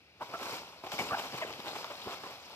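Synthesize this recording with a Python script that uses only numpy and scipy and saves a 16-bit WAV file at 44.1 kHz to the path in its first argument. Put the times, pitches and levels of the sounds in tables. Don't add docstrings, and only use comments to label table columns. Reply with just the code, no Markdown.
import sys
import numpy as np
from scipy import signal
from scipy.fft import rfft, irfft
from scipy.io import wavfile
from scipy.ndimage import uniform_filter1d

SR = 44100
rng = np.random.default_rng(int(sys.argv[2]) if len(sys.argv) > 2 else 0)


def dump(signal):
    limited = np.clip(np.atleast_2d(signal).T, -1, 1)
    pcm = np.round(limited * 32767).astype(np.int16)
    wavfile.write(sys.argv[1], SR, pcm)


N = 112454
T = np.arange(N) / SR
HZ = np.maximum(np.arange(N // 2 + 1) * SR / N, 1)

# frequency_hz, relative_db
LEAF_SPECTRUM = [(900,3.5),(1500,-1.5),(1850,-0.5),(2300,3),(3000,1),(3900,-0.5),(5100,1),(6300,-9),(8000,-11),(10000,-19.5),(11500,-15.5),(13500,-9.5),(15500,-23)]
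# frequency_hz, relative_db
RUSH_SPECTRUM = [(100,-78),(250,-6.5),(450,-4.5),(750,0.5),(1050,-1),(1400,-8),(1800,-12.5),(3000,-24),(6000,-35)]


def from_db(db):
    return 10 ** (np.asarray(db) / 20)


def rms_one(x):
    return x / np.sqrt(np.mean(x ** 2) + 1e-20)


def per_hz(points):
    hz, value = np.transpose(points)
    return np.interp(np.log(HZ), np.log(hz), value)


def bandpass(x, band_hz):
    return signal.sosfilt(signal.butter(2, band_hz, "band", fs=SR, output="sos"), x)


def noise(spectrum, grain=1):
    white = rng.standard_normal((3, N)) * grain
    return rms_one(irfft(rfft(white) * from_db(per_hz(spectrum)), N))


def grains(per_s, spread_db, decay_s):
    sizes = from_db(spread_db * np.minimum(rng.exponential(1, N), 4))
    born = rng.random(N) < per_s / SR
    retention = np.exp(-2 / (decay_s * SR))
    return np.sqrt(signal.lfilter([1], [1, -retention], born * sizes ** 2 + 1e-12))


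def steadied(x, size=700):
    return x / np.sqrt(uniform_filter1d(x ** 2, size, axis=-1) + 1e-9)


def swell(along):
    return 1 / (1 + along ** 2 / 4) ** 3


def wood_hush():
    # frequency_hz, relative_db
    spectrum = [(25,-7),(45,-3),(70,13),(110,3),(250,-2.5),(600,-4.5),(1100,-8.5),(1700,-9.5),(2450,0),(3300,-10),(4800,-8.5),(7000,-23.5),(10000,-28),(15000,-29)]
    return from_db(-61) * noise(spectrum)


def trunk_echo(x, level_db=-12.5, t60_s=0.52, gap_s=.015):
    t = T[:SR // 2]
    tail = rng.standard_normal((2, len(t))) * from_db(-60 * t / t60_s) * (t > gap_s)
    tail /= np.sqrt(np.sum(tail ** 2, axis=1, keepdims=True))
    left, right = signal.fftconvolve(x[:1], tail, axes=1)[:, :N]
    return from_db(level_db) * np.array([left, right, -right])


def leaf_snaps(bands=10):
    edges_hz = np.geomspace(1570, 12800, bands + 1)
    out = 0
    for band_hz in zip(edges_hz, edges_hz[1:]):
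        bursts = rng.standard_normal((3, N)) * grains(per_s=260, spread_db=3.5, decay_s=0.014)
        out = out + bandpass(bursts, band_hz)
    return rms_one(irfft(rfft(out) * from_db(per_hz(LEAF_SPECTRUM)), N))


def churned_litter():
    # time_s, level_db
    churn = [(0,-120),(.19,-72),(.23,-54.5),(.28,-57),(.37,-52),(.43,-47),(.56,-46),(.65,-55.5),(.82,-61),(.85,-57),(.9,-52.5),(.93,-45.5),(.97,-47.5),(1.01,-45.5),(1.06,-46.5),(1.16,-48.5),(1.2,-47),(1.27,-47.5),(1.3,-51),(1.38,-47.5),(1.46,-53.5),(1.58,-52.5),(1.65,-52),(1.69,-50),(1.8,-48),(1.9,-51.5),(1.98,-52.5),(2.05,-51.5),(2.13,-49),(2.19,-53.5),(2.32,-51.5),(2.38,-56.5),(2.55,-55.5)]
    # frequency_hz, relative_db
    sizzle_spectrum = [(3000,-17),(5000,-3),(7000,3),(10000,-10),(11300,-10),(12300,-1),(14200,-6),(15500,-27)]
    # frequency_hz, relative_db
    crunch_spectrum = [(40,-47),(80,-14),(150,-24),(300,-6.5),(500,1),(750,4.5),(1100,2),(1450,-1.5),(1850,-33),(3000,-47),(9000,-71)]
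    churn_db = np.interp(T, *np.transpose(churn))
    grain = grains(per_s=3500, spread_db=2, decay_s=0.00073)
    crackle = rms_one(noise(LEAF_SPECTRUM, grain) + from_db(-0.5) * leaf_snaps())
    sizzle_db = -49 + 5.5 * (churn_db - churn_db.max())
    sizzle = noise(sizzle_spectrum, grain)
    crunch = noise(crunch_spectrum, grains(per_s=760, spread_db=-5.5, decay_s=0.0036))
    return from_db(churn_db + 3) * crackle + from_db(sizzle_db) * sizzle + from_db(churn_db) * crunch


def claw_scrapes(width_octaves=.35):
    # peak_s, half_length_s, level_db, pitch_hz
    strokes = [(0.99,0.0032,-50,3030),(1.09,.004,-42,2800),(1.388,.005,-52,4530),(1.437,0.0034,-37.5,1860),(1.684,0.0037,-42,3720),(1.717,0.0092,-48,4000),(2.02,0.0042,-46,3450)]
    out, white = 0, rng.standard_normal((3, N))
    for peak_s, half_s, db, hz in strokes:
        band_hz = hz * 2 ** (width_octaves * np.array([-.5, .5]))
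        rasp = steadied(bandpass(white, band_hz))
        out = out + from_db(db) * swell((T - peak_s) / half_s) * rasp
    return out


def twig_cracks(decay_s=0.00042, width_octaves=1.18, size=1024):
    # start_s, level_db, pitch_hz
    breaks = [(0.4115,-49,5460),(.4967,-39,6500),(.8658,-36.5,3030),(0.9194,-29,2900),(.991,-37,6960),(1.1933,-28,3170),(1.324,-35,2900),(1.3865,-34,4200),(1.528,-31.5,2900),(1.5368,-32.5,2900),(1.6024,-33,2820),(1.681,-39,5000),(1.8237,-46,4750),(1.8444,-26,2090),(2.0025,-37.5,3230),(2.019,-39,4170),(2.1094,-33,3200),(2.1284,-46,5500)]
    out = np.zeros((3, N + size))
    decay = np.exp(-T[:size] / decay_s)
    for start_s, db, hz in breaks:
        band_hz = hz * 2 ** (width_octaves * np.array([-.5, .5]))
        click = bandpass(rng.standard_normal((3, size)) * decay, band_hz)
        click *= np.sqrt(np.sum(decay ** 2) / np.sum(click ** 2, axis=1, keepdims=True))
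        first = int(start_s * SR)
        out[:, first:first + size] += from_db(db) * click
    return out[:, :N]


def footfalls(attack_s=0.0011, decay_s=0.0036):
    # peak_s, level_db
    landings = [(.494,-34.5),(0.4993,-39),(0.62,-46),(.763,-50),(.839,-34),(1.229,-46),(1.507,-34),(1.603,-37.5),(1.732,-36),(2.236,-34)]
    envelope = np.zeros(N)
    for peak_s, db in landings:
        age = np.maximum(T - peak_s + attack_s, 0)
        envelope += from_db(db) * np.minimum(age / attack_s, 1) * np.exp(-age / decay_s)
    return envelope * steadied(noise(RUSH_SPECTRUM), size=250)


def formant(x, hz, width_hz=340):
    middle_hz = np.sqrt(hz ** 2 + width_hz ** 2 / 4)
    return rms_one(bandpass(x, [middle_hz - width_hz / 2, middle_hz + width_hz / 2]))


def clucks(attack_s=0.0023, release_s=0.0078, jitter=0.027, jitter_hz=260, rasp_hz=2844, size=4096):
    # start_s, length_s, level_db, start_pitch_hz, end_pitch_hz,
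    # lower_formant_hz, upper_formant_hz, upper_db, rasp_db, roughness (0-1)
    calls = [(0.208,0.013,-37.5,280.4,306,795,1260,-19,-34,0),(0.222,0.011,-36.5,462.7,552,560,950,7.5,-11,0.17),(0.337,.025,-38,638.4,688,700,1260,4,-23,0.5),(0.986,0.027,-33,755.5,747,704,2240,8.5,0,0.57),(1.106,0.022,-34,579.4,586,860,1210,8,-22,0.42),(1.127,.02,-32.5,653,709,736,1410,1.5,-17,0.58),(1.143,0.01,-28.5,882,734,870,1440,-3,-27,0.1),(1.414,0.0094,-35.5,1013,900,960,2060,-4,-10,0.37),(1.42,0.015,-32.5,686.3,603,616,2110,0,-4,0.2)]
    out = np.zeros((3, N))
    lead_in = size // 4
    t = (np.arange(size) - lead_in) / SR
    for start_s, length_s, db, start_hz, end_hz, lower_hz, upper_hz, upper_db, rasp_db, rough in calls:
        wobble, air = rng.standard_normal((2, size))
        wobble = rms_one(signal.sosfilt(signal.butter(2, jitter_hz, fs=SR, output="sos"), wobble))
        pitch_hz = np.interp(t, [0, length_s], [start_hz, end_hz]) * (1 + jitter * wobble)
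        cycles = np.cumsum(pitch_hz) / SR
        pulses = rms_one(np.diff(np.floor(cycles), prepend=0))
        breath = rms_one(air * (1 - cycles % 1))
        source = (1 - rough) * pulses + rough * breath
        upper = from_db(upper_db) * formant(source, upper_hz)
        rasp = from_db(rasp_db) * formant(source, rasp_hz)
        voice = steadied(formant(source, lower_hz) + upper + rasp, size=400)
        rise = np.clip(t / attack_s + 0.22, 0, 1)
        fall = np.clip((length_s - t) / release_s + .5, 0, 1)
        first = int(start_s * SR) - lead_in
        out[0, first:first + size] += from_db(db) * rise * fall * voice
    return out


def wing_blows(half_width_cycles=0.82):
    # centre_s, level_db, pitch_hz
    hits = [(.9262,-30.5,674),(0.997,-42.5,170),(1.014,-34.5,228),(1.1705,-37,800),(1.1735,-25.5,860),(1.345,-36.5,143),(1.45,-32.5,470),(1.7602,-32,770),(1.7662,-30.5,666),(1.8444,-28.5,1100),(1.8487,-29.5,1010),(2.063,-46,300),(2.074,-34,370),(2.0808,-29.5,720),(2.1355,-33,1300),(2.1413,-37,1300)]
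    out = np.zeros((3, N))
    for centre_s, db, hz in hits:
        cycles = (T - centre_s) * hz
        out[0] += from_db(db) * np.sin(2 * np.pi * cycles) * np.exp(-(cycles / half_width_cycles) ** 2)
    return out


def wing_beats(release_ratio=1.22, puff_over_thump_db=2.5):
    # peak_s, half_rise_s, thump_db, rush_db, swish_db, puff_hz
    beats = [(0.221,0.011,-52,-41,-58,180),(0.306,0.014,-54,-52,-80,160),(0.341,0.011,-47,-42,-53.5,200),(0.418,.012,-50,-42.5,-60,222),(0.433,0.0037,-55,-43,-42,130),(0.457,0.0093,-59,-42,-54,124),(0.468,0.0032,-54,-39.5,-63,200),(0.533,0.0076,-49.5,-42.5,-53,168),
             (.848,0.0059,-50,-41,-50,160),(0.87,0.0054,-62,-39,-50,200),(0.92,0.0038,-61,-53,-39.5,220),(0.939,0.0084,-48,-43,-45,130),(0.995,0.0061,-43.5,-36,-37,110),(1.016,0.015,-42.5,-41,-53,160),(1.053,0.017,-48.5,-71,-67,177),(1.12,0.02,-46.5,-40.5,-72,90),
             (1.188,0.007,-55,-41,-41.5,170),(1.199,0.0039,-70,-36.5,-42,170),(1.252,0.0092,-68,-43,-47,132),(1.341,0.015,-51.5,-41.5,-49,125),(1.382,0.0068,-72,-44.5,-46,130),(1.416,0.013,-57,-44,-48.5,130),(1.482,0.046,-52,-49,-51,130),(1.596,0.0082,-48.5,-60,-50,188),
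             (1.677,0.018,-56,-40.5,-46.5,108),(1.76,0.009,-52,-40.5,-45,200),(1.913,0.0071,-58,-40,-55,166),(2.071,0.011,-45,-47,-57,86),(2.091,0.016,-67,-43,-57,273),(2.119,0.0091,-61,-43.5,-47,171),(2.14,0.0058,-64,-44,-46,170),(2.243,0.006,-55,-43.5,-56,200),(2.266,0.0095,-60,-44,-69,200)]
    # frequency_hz, relative_db
    thump_spectrum = [(25,-11),(50,-45),(90,8),(150,-1.5),(260,5.5),(400,7),(800,-6),(3000,-75)]
    # frequency_hz, relative_db
    swish_spectrum = [(900,-13.5),(1800,-3),(2300,0),(3000,1.5),(4000,-6),(5200,-15),(6500,-14),(8200,-13),(10000,-30.5),(12000,-33),(14000,-12),(15500,-42)]
    feathers = grains(per_s=1500, spread_db=-2.5, decay_s=0.001)
    power, puffs = np.zeros((2, 3, N))
    for peak_s, half_s, *levels_db, puff_hz in beats:
        along = (T - peak_s) / np.where(T < peak_s, half_s, half_s * release_ratio)
        power += (from_db(levels_db)[:, None] * swell(along)) ** 2
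        phase = 2 * np.pi * puff_hz * (T - peak_s)
        puffs[0] += from_db(levels_db[0] + puff_over_thump_db) * 2 * phase * np.exp(-phase ** 2 / 2)
    thump_gain, rush_gain, swish_gain = np.sqrt(power)
    thump = thump_gain * steadied(noise(thump_spectrum))
    rush = rush_gain * steadied(noise(RUSH_SPECTRUM, feathers), size=400)
    swish = swish_gain * steadied(noise(swish_spectrum, feathers), size=400)
    return puffs + thump + rush + swish


def microphone_ports(x):
    # frequency_hz, coherence (0-1)
    likeness = [(60,.98),(600,.98),(1200,.93),(1800,.68),(2600,.72),(4500,.5),(8000,.35),(14000,.3)]
    # frequency_hz, lead_rad
    lead = [(60,0.046),(400,0.32),(900,0.39),(1350,0.7),(1890,2.36),(2500,1.61),(4050,2.46),(5080,4.63),(6460,4.7),(8000,4.2),(14000,4.7)]
    # frequency_hz, left_minus_right_db
    balance = [(100,.5),(400,0.5),(750,1.5),(1200,-1.5),(1650,-6.5),(2200,4),(3000,5),(4200,7),(5500,-4.5),(9000,0),(13500,-3.5)]
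    direct, *scattered = rfft(x)
    coherence = np.clip(per_hz(likeness), 0, 1)
    sides = np.array([[1], [-1]]) / 2
    coherent = np.sqrt(coherence) * direct * np.exp(1j * sides * per_hz(lead))
    diffuse = np.sqrt(1 - coherence) * np.array(scattered)
    return irfft((coherent + diffuse) * from_db(sides * per_hz(balance)), N)


def scene():
    fight = churned_litter() + wing_beats() + wing_blows() + footfalls()
    fight = fight + twig_cracks() + clucks() + claw_scrapes()
    return microphone_ports(fight + trunk_echo(fight) + wood_hush())


def record(dry, low_cut_hz=108, high_cut_hz=15000):
    lean = signal.sosfilt(signal.butter(2, low_cut_hz, "high", fs=SR, output="sos"), dry)
    return signal.sosfilt(signal.ellip(10, .1, 80, high_cut_hz, fs=SR, output="sos"), lean)


dry = scene()
out = record(dry)
dump(out)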